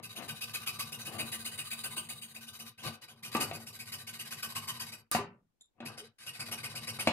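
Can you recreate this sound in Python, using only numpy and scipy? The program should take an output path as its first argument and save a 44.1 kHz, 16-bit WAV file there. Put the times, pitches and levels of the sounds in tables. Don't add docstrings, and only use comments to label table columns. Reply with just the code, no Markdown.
import sys
import numpy as np
from scipy import signal
from scipy.fft import rfft, irfft
from scipy.io import wavfile
from scipy.ndimage import uniform_filter1d, map_coordinates

SR = 44100
rng = np.random.default_rng(int(sys.argv[2]) if len(sys.argv) > 2 else 0)


def unload_wav(signal):
    wavfile.write(
        sys.argv[1],
        SR,
        np.round(np.clip(np.atleast_2d(signal).T, -1, 1) * 32767).astype(np.int16),
    )


N = 313992
T = np.arange(N) / SR
HZ = np.fft.rfftfreq(16384, 1 / SR)
TOP_HZ = 15700

# (start [s], end [s], first cut [dB], last cut [dB], extra midway [dB],
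# return against cut [dB], treble [dB], board drone [dB], patter against stroke force [dB])
BOUTS = [(0.02, 0.274, -53, -55, 3.5, -3.5, 7.5, -57, -23),
         (0.273, 0.908, -49.5, -44, 1.5, -10, 6.5, -54.5, -18),
         (0.91, 1.308, -52.5, -46, -2, -4, 9.5, -52, -8.5),
         (1.31, 1.956, -45.5, -47.5, -1.5, -6.5, 10, -55, -16),
         (1.954, 2.334, -49.5, -55, 2, -11, 11.5, -58.5, -15),
         (2.337, 2.705, -56, -55, -3, -1, 8, -59.5, -14), (2.769, 2.92, -60, -60, -9, 4, 2.5, -63, -14),
         (3.071, 3.222, -61.5, -60, -14, -11, 4.5, -63, -7.5),
         (3.22, 3.388, -50.5, -51, 3, 2, 4.5, -56.5, -16.5), (3.393, 3.651, -44, -55, 2, -11, 9, -54, -2.5),
         (3.654, 4.038, -56, -50.5, -1.5, -2.5, 6.5, -56.5, -17.5),
         (4.062, 4.537, -51.5, -47, -1, -4.5, 5, -57, -16.5),
         (4.544, 4.911, -45, -47, 0.5, -9.5, 4, -54, -19.5),
         (4.912, 5.021, -54, -52, -10, -14.5, 4, -62.5, -11),
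         (5.845, 6.085, -50.5, -53.5, 8, -12, -1.5, -62.5, -15),
         (6.254, 6.39, -51.5, -45, 0, -3, 0, -60.5, -15),
         (6.385, 7.102, -46, -42.5, -3.5, -7, 0.5, -51.5, -12.5)]
# (peak time [s], level [dB], rise [s], fall [s], board drone [dB])
SCUFFS = [(0, -46, 0.065, 0.0035, -46), (0.211, -45, 0.044, 0.03, -61), (0.296, -64, 0.036, 0.052, -46.5),
          (1.121, -51.5, 0.062, 0.055, -52.5), (1.202, -47.5, 0.052, 0.031, -54.5),
          (2.866, -43.5, 0.034, 0.029, -43), (3.404, -42.5, 0.049, 0.041, -51.5),
          (3.555, -52, 0.035, 0.01, -46), (5.86, -55.5, 0.06, 0.086, -53)]
# (time [s], level [dB], treble [dB], bass limit [Hz], clack pitch [Hz], clack [dB], clack decay [s])
KNOCKS = [(3.35, -25.5, -15, 129, 774, -38, 0.028), (3.513, -39, 4.5, 320.5, 692, -35, 0.016),
          (5.149, -24, 0, 82.4, 728, -24, 0.01), (5.168, -37.5, -3, 200, 1018, -32.5, 0.028),
          (5.188, -35, -13.5, 150, 403, -36.5, 0.043), (5.804, -43, 2, 149.5, 595, -44.5, .012),
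          (7.073, -21, 7, 69.1, 661, -23, .011)]
# (pitch [Hz], width [Hz], boost [dB])
BOARD_RESONANCES = [(104.5, 45, 12), (228.6, 24.9, 23.5), (392.4, 66, 10), (477, 21, 14), (750, 110, 9),
                    (1014, 81, 12), (1181, 79, 22.5), (3950, 310, 12.5)]
# (frequency [Hz], level [dB])
PATTER_TONE = [(170, -22), (320, 2), (700, 4), (850, 0), (1050, -4.5), (1500, 3), (4000, -58.5)]
# (frequency [Hz], level [dB])
SLIP_TONE = [(200, -3.5), (1200, -4), (2000, -2.5), (3000, -13), (5000, -3), (10000, -7), (13000, -7.5),
             (16000, -29.5)]


def gain_of(db):
    return 10 ** (np.asarray(db) / 20)


def unit_level(x):
    return x / np.sqrt(np.mean(x ** 2) + 1e-20)


def curve_at(points, hz):
    point_hz, value = np.transpose(points)
    return np.interp(np.log(hz + 1), np.log(point_hz + 1), value)


def add(mix, s, sound):
    part = mix[..., max(round(s * SR), 0):][..., :sound.shape[-1]]
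    part += sound[..., :part.shape[-1]]


def body(tone, resonances=()):
    peaks_db = sum(boost / (1 + (2 * (HZ - hz) / width) ** 2) for hz, width, boost in resonances)
    db = curve_at(tone, HZ) + peaks_db
    log_gain = np.log(gain_of(np.maximum(np.r_[db, db[-2:0:-1]], -100)))
    spectrum = np.exp(signal.hilbert(log_gain).conj())
    response = np.fft.ifft(spectrum).real[:len(HZ)]
    return response / np.linalg.norm(response)


def ring(force, response):
    return signal.oaconvolve(np.atleast_2d(force), np.atleast_2d(response), axes=1)[:, :N]


def resonate(x, hz, width_hz):
    decay = np.exp(-np.pi * width_hz / SR)
    spin = np.exp(2j * np.pi * np.cumsum(hz * np.ones(N)) / SR)
    return (spin * signal.lfilter([np.sqrt(2 * (1 - decay ** 2))], [1, -decay], x / spin + 1e-18)).real


def band(x, low_hz, high_hz):
    return signal.sosfilt(signal.butter(2, [low_hz, high_hz], "band", fs=SR, output="sos"), x)


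def brighten(x, treble_db, above_hz):
    treble = signal.sosfiltfilt(signal.butter(2, above_hz, "high", fs=SR, output="sos"), x)
    return x + (gain_of(treble_db) - 1) * treble


def wander(rate_hz):
    keep_slow = np.exp(-(np.fft.rfftfreq(N, 1 / SR) / rate_hz) ** 2)
    return unit_level(irfft(rfft(rng.standard_normal(N)) * keep_slow, N))


def clicks(per_s, spread_db):
    size = gain_of(spread_db * np.minimum(rng.exponential(1, N), 4))
    return unit_level(size * rng.choice([-1, 1], N) * (rng.random(N) < per_s / SR))


def swell(s, rise, fall):
    return np.exp(-np.minimum(((T - s) / np.where(T < s, rise, fall)) ** 2, 50))


def bout_curve(column):
    rows = np.array(BOUTS)
    return np.interp(T, np.sort(rows[:, :2].ravel()), np.repeat(rows[:, column], 2))


def still_room():
    # (frequency [Hz], level [dB])
    hush_tone = [(30, -19), (937, -27.5), (16000, -39.5)]
    return ring(rng.standard_normal((2, N)), body(hush_tone))


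def room_echo(x, alike_below_hz=1200):
    # (frequency [Hz], time to fade by 60 dB [s])
    fade_times = [(100, 0.53), (500, 0.32), (1500, 0.34), (14000, 0.14)]
    count = SR // 2
    echoes = rng.choice([-1., 1.], (2, count)) * (rng.random((2, count)) < 5000 / SR) * (T[:count] > .002)
    hz, t, bands = signal.stft(echoes, SR, nperseg=256)
    alike = np.exp(-(hz[:, None] / alike_below_hz) ** 2)
    bands[1] = alike * bands[0] + np.sqrt(1 - alike ** 2) * bands[1]
    fade = gain_of(-60 * t / curve_at(fade_times, hz)[:, None])
    tail = signal.istft(bands * fade, SR, nperseg=256)[1]
    return ring(x, tail / np.linalg.norm(tail, axis=1, keepdims=True))


def drone(speed, drag, release_s=0.0092, left_db=0.87):
    # (frequency [Hz], level [dB])
    drone_tone = [(30, -34), (60, -18), (100, -2.5), (150, 5), (280, -16.5), (1000, -14), (2200, -48)]
    power = (drag * (1 + 0.098 * (2 * speed - 1))) ** 2
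    power += sum((gain_of(db) * swell(s, rise, fall)) ** 2 for s, _, rise, fall, db in SCUFFS)
    decay = np.exp(-1 / (release_s * SR))
    level = np.sqrt(signal.lfilter([1 - decay], [1, -decay], power))
    shared, left, right = (clicks(1500, spread_db=2) for _ in range(3))
    shake = level * unit_level(shared + 0.14 * np.array([left, right]))
    return ring(shake, body(drone_tone, BOARD_RESONANCES)) * gain_of([[left_db], [-left_db]])


def struck_board(boost_kept=0.45, hand_hz=330):
    # (frequency [Hz], level [dB])
    wood_tone = [(30, -40), (70, -6.5), (115, 1.5), (230, 2), (400, -5), (680, -4), (1000, -9.5),
                 (1500, -14.5), (2800, -9.5), (3400, -21), (15000, -48.5)]
    damped = [(hz, width, boost * boost_kept * hz ** 2 / (hz ** 2 + hand_hz ** 2))
              for hz, width, boost in BOARD_RESONANCES]
    return body(wood_tone, damped)


def scuffs(left_db=5):
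    level = sum(gain_of(db) * swell(s, rise, fall) for s, db, rise, fall, _ in SCUFFS)
    force = band(level * clicks(2500, spread_db=0), 300, 7000)
    return ring(force, struck_board()) * gain_of([[left_db], [-left_db]])


def groans(waver=0.048):
    # (peak time [s], pitch [Hz], level [dB], half length [s])
    notes = [(5.864, 226.7, -46.5, 0.044), (6.033, 436.4, -52, 0.032)]
    wobbly_time = np.cumsum(1 + waver * wander(79)) / SR
    return sum(gain_of(db) * swell(s, half, half) * np.sin(2 * np.pi * hz * wobbly_time)
               for s, hz, db, half in notes)


def patter(force):
    looseness = gain_of(bout_curve(column=8))
    return ring(force * looseness * clicks(600, spread_db=2.5), body(PATTER_TONE))


def knocks(tap=0.55, rattle_s=0.0055, blow_s=0.014):
    force, t = np.zeros(N), T[:SR // 8]
    for s, db, treble_db, low_hz, *_ in KNOCKS:
        rattle = band(rng.standard_normal(len(t)) * np.exp(-t / rattle_s), 380, TOP_HZ)
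        blow = rattle / np.linalg.norm(rattle)
        blow[0] += tap
        blow = band(blow, low_hz, TOP_HZ)
        blow += (gain_of(treble_db) - 1) * band(blow, 1800, TOP_HZ)
        add(force, s, gain_of(db) * np.sqrt(blow_s * SR / 2) * blow)
    return ring(force, struck_board())


def clacks():
    notes, t = np.zeros(N), T[:SR // 2]
    for s, *_, hz, db, ring_s in KNOCKS:
        add(notes, s, gain_of(db) * np.exp(-t / ring_s) * np.sin(2 * np.pi * hz * t))
    return notes


def catches(grit_s=0.012):
    # (time [s], level [dB])
    jolts = [(1.841, -47), (1.967, -46.5), (5.825, -49), (5.9, -48), (5.975, -53), (6.393, -51),
             (6.486, -51), (6.516, -42), (6.63, -54), (6.743, -48), (6.873, -49.5), (6.988, -44)]
    level, t = np.zeros(N), T[:SR // 8]
    for s, db in jolts:
        add(level, s, gain_of(db) * np.exp(-t / grit_s))
    return ring(level * clicks(900, spread_db=-6), body(PATTER_TONE))


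def chirps(waver=.06):
    # (time [s], pitch [Hz], level [dB], half length [s])
    squeaks = [(1.019, 5660, -38.5, 0.0015), (2.365, 2486, -37.5, 0.002)]
    wobbly_time = np.cumsum(1 + waver * wander(900)) / SR
    return sum(gain_of(db) * swell(s, half, half) * np.sin(2 * np.pi * hz * wobbly_time)
               for s, hz, db, half in squeaks)


def tinks(chatter_s=0.0085):
    # (time [s], level [dB])
    touches = [(5.609, -48.5), (5.655, -66)]
    # (pitch [Hz], width [Hz], boost [dB])
    steel_resonances = [(3620, 800, 32), (7230, 680, 27), (10700, 1000, 22)]
    force, t = np.zeros(N), T[:SR // 8]
    for s, db in touches:
        add(force, s, gain_of(db) * np.exp(-t / chatter_s))
    return ring(force * rng.standard_normal(N), body(SLIP_TONE, steel_resonances))


def frame_resonances(across):
    # (pitch [Hz], width [Hz], boost along [dB], boost across [dB])
    resonances = [(1028, 130, 7, 10), (1203, 70, 19, 11), (1530, 80, 16, 15), (1902, 60, 4, 11),
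                  (2177, 130, 1, 5), (2508, 150, 9, 8), (2960, 300, 9, 7), (3821, 130, 14, 8),
                  (4650, 380, 8, 10), (5400, 300, -3, 4)]
    return [(hz, width, boosts[across]) for hz, width, *boosts in resonances]


def slips(crack_s=.0007):
    # (time [s], crack [dB], rush [dB], rush length [s])
    releases = [(3.348, -33, -49, 0.015), (3.367, -39, -34.5, 0.0054), (3.413, -37, -37.5, 0.022),
                (5.1149, -25, -33.5, 0.06), (7.0111, -42, -48, 0.0051)]
    crack, rush, t = np.zeros(N), np.zeros(N), T[:SR // 8]
    for s, crack_db, rush_db, length in releases:
        add(crack, s, gain_of(crack_db) * np.exp(-t / crack_s))
        add(rush, s, gain_of(rush_db) * np.exp(-(t / length) ** 4))
    fizz = unit_level(band(rng.standard_normal((2, N)), 8500, 12800))
    frame = body(SLIP_TONE, frame_resonances(across=False))
    return 2 * crack * fizz + ring(rush * rng.standard_normal((2, N)), frame)


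def strokes(usual_cycle_s=.126, cut_share=.56):
    # (start [s], length [s], level [dB])
    lone_returns = [(2.826, 0.07, -48), (2.922, 0.041, -56.5), (3.013, 0.045, -56.5), (6.182, 0.092, -58)]
    rows = [(s, length, db, db - 10.5, False) for s, length, db in lone_returns]
    for start, end, first_db, last_db, arch_db, return_db, _, drone_db, _ in BOUTS:
        count = max(round((end - start) / usual_cycle_s), 1)
        cycle_s, progress = (end - start) / count, np.linspace(0, 1, count)
        pressure_db = first_db + (last_db - first_db) * progress + arch_db * np.sin(np.pi * progress)
        mean_db, cut_s = pressure_db.mean(), cycle_s * cut_share
        for k, push_db in enumerate(pressure_db - mean_db):
            s = start + k * cycle_s
            drag_db = drone_db + 0.73 * push_db
            back_db = mean_db + return_db + 0.16 * push_db
            rows.append((s, cut_s, mean_db + push_db, drag_db, True))
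            rows.append((s + cut_s, cycle_s - cut_s, back_db, drag_db - 2, False))
    return rows


def arm(speed_spread=.08):
    speed, cut, back, drag = np.zeros((4, N))
    for s, length, db, drone_db, cutting in strokes():
        skew, sharpness, flex_s = (.58, 2.3, .004) if cutting else (.85, .65, 0)
        progress = np.linspace(0, 1, int(length * SR))
        top_speed = 1 + speed_spread * rng.standard_normal()
        force = unit_level(abs(np.sin(np.pi * progress ** skew)) ** sharpness)
        add(speed, s, top_speed * abs(np.sin(np.pi * progress)) ** .45)
        add(cut if cutting else back, s + flex_s, gain_of(db) * force)
        add(drag, s, gain_of(drone_db) * np.ones_like(progress))
    return speed, cut, back, drag


def singing(bite, width_hz=80, sag_hz_per_s=300):
    # (peak time [s], half length [s], pitch [Hz], level against the rasp [dB])
    grips = [(0.727, 0.17, 1184, -1.5), (1.985, 0.13, 1023, -4.5), (4.635, 0.26, 1060, -1)]
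    drive = band(bite, 710, 1600)
    return sum(gain_of(db) * swell(s, half, half) * resonate(drive, hz - sag_hz_per_s * (T - s), width_hz)
               for s, half, hz, db in grips)


def flexing(x, speed, stroke_shift=.012, chance_shift=.009):
    lead = np.cumsum(stroke_shift * speed + chance_shift * wander(8.1))
    lead -= uniform_filter1d(lead, SR // 4, mode="nearest")
    return np.array([map_coordinates(side, [np.arange(N) + lead], order=3) for side in x])


def blade_colour(x):
    # (time [s], lower pitch [Hz], its boost [dB], upper pitch [Hz], its boost [dB], hollow depth [dB])
    bends = [(.9, 9000, 7, 10870, 4.5, -2), (1.2, 9170, 6.5, 10500, 5, 8.5), (2.22, 8800, 11, 10690, 3, 10),
             (2.42, 9270, 8.5, 13100, 4, -2.5), (3.4, 9800, 0, 12100, 6.5, 3.5),
             (4.499, 8000, 3, 11700, 8.5, 2), (5.85, 8766, 6.5, 11210, 8.5, 1)]
    # (frequency [Hz], width [Hz])
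    hollows = [(5650, 590), (11950, 520)]
    hz, t, bands = signal.stft(x, SR, nperseg=512)
    times, *columns = np.transpose(bends)
    lower_hz, lower_db, upper_hz, upper_db, hollow_db = (np.interp(t, times, c) for c in columns)

    def hump(centre_hz, width_hz):
        return np.exp(-((hz[:, None] - centre_hz) / width_hz) ** 2)

    db = lower_db * hump(lower_hz, 650) + upper_db * hump(upper_hz, 720)
    db -= hollow_db * sum(hump(*hollow) for hollow in hollows)
    patches = uniform_filter1d(rng.standard_normal(db.shape), 4, axis=0)
    patches = unit_level(uniform_filter1d(patches, 8, axis=1))
    db += (1.9 + 1.1 * hump(0, 6000)) * patches
    return signal.istft(bands * gain_of(db), SR, nperseg=512)[1][:, :N]


def saw(speed, cut, back, teeth_per_s=2900, jitter=.065, rough_db=1.48):
    # (frequency [Hz], level [dB])
    along_tone = [(180, -22), (700, -2.5), (900, -8), (2000, 6), (3300, 4.5), (6600, -0.5), (8500, -6.5),
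                  (13400, 0), (16000, -13.5)]
    # (frequency [Hz], level [dB])
    across_tone = [(180, -34.5), (700, -5.5), (950, -4.5), (2200, 6.5), (3300, 3), (5200, 4), (6600, 0),
                   (12500, -0.5), (15000, -7), (16000, -27.5)]
    # (start [s], end [s])
    turn_times = [2.2, 3.7]
    teeth_passed = np.cumsum(teeth_per_s * speed * (1 + jitter * wander(300))) / SR
    strikes = np.diff(np.floor(teeth_passed), prepend=0) * gain_of(2.8 * rng.standard_normal((2, N)))
    strikes = unit_level(strikes - uniform_filter1d(strikes, 64))
    shared, left, right = (clicks(5000, spread_db=1.5) for _ in range(3))
    fibres = unit_level(shared + np.array([left, right]))
    bite = cut * unit_level(fibres + gain_of(1) * strikes) + back * fibres
    bite *= gain_of(rough_db * wander(120))
    angle = np.interp(T, turn_times, [0, np.pi / 2])
    along = body(along_tone, frame_resonances(across=False))
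    across = body(across_tone, frame_resonances(across=True))
    rasp = 0
    for response, share in (along, np.cos(angle) ** 2), (across, np.sin(angle) ** 2):
        rasp += ring(bite * share, response) / np.linalg.norm(band(response, 1800, 5000))
    free_blade = gain_of(-9) * resonate(back * fibres, hz=3880, width_hz=90)
    rasp = blade_colour(flexing(rasp + free_blade, speed))
    return brighten(rasp, treble_db=bout_curve(column=6), above_hz=6200) + singing(bite)


def scene():
    speed, cut, back, drag = arm()
    rasp = saw(speed, cut, back)
    board = gain_of(-0.5) * knocks() + gain_of(-1.5) * scuffs() + patter(cut + back) + catches()
    steel = slips() + chirps() + gain_of(-2) * tinks()
    board_drone = drone(speed, drag)
    to_walls = gain_of(-10) * rasp + gain_of(-3.5) * board + gain_of(-7.5) * steel
    echo = room_echo(brighten(to_walls, 4.5, above_hz=5070))
    hush = gain_of(-78) * still_room()
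    return rasp + board + clacks() + groans() + steel + board_drone + echo + hush


def suppress_noise(x, threshold_db=-93, depth_db=-12):
    bands = signal.stft(x, SR, nperseg=512)[2]
    power = uniform_filter1d(np.mean(abs(bands) ** 2, axis=0), 5, axis=0)
    gain = np.maximum(power / (power + gain_of(threshold_db) ** 2), gain_of(depth_db))
    return signal.istft(bands * gain, SR, nperseg=512)[1][:, :N]


def record(dry, lag_s=0.00011, left_db=0.57):
    delay = np.exp(-2j * np.pi * np.fft.rfftfreq(N, 1 / SR) * lag_s)
    right = irfft(rfft(dry[1]) * delay, N)
    pair = suppress_noise(np.array([dry[0] * gain_of(left_db), right / gain_of(left_db)]))
    treble_cut = signal.firwin(511, TOP_HZ, window=("kaiser", 9), fs=SR)
    return signal.oaconvolve(pair, treble_cut[None], "same")


dry = scene()
out = record(dry)
unload_wav(out)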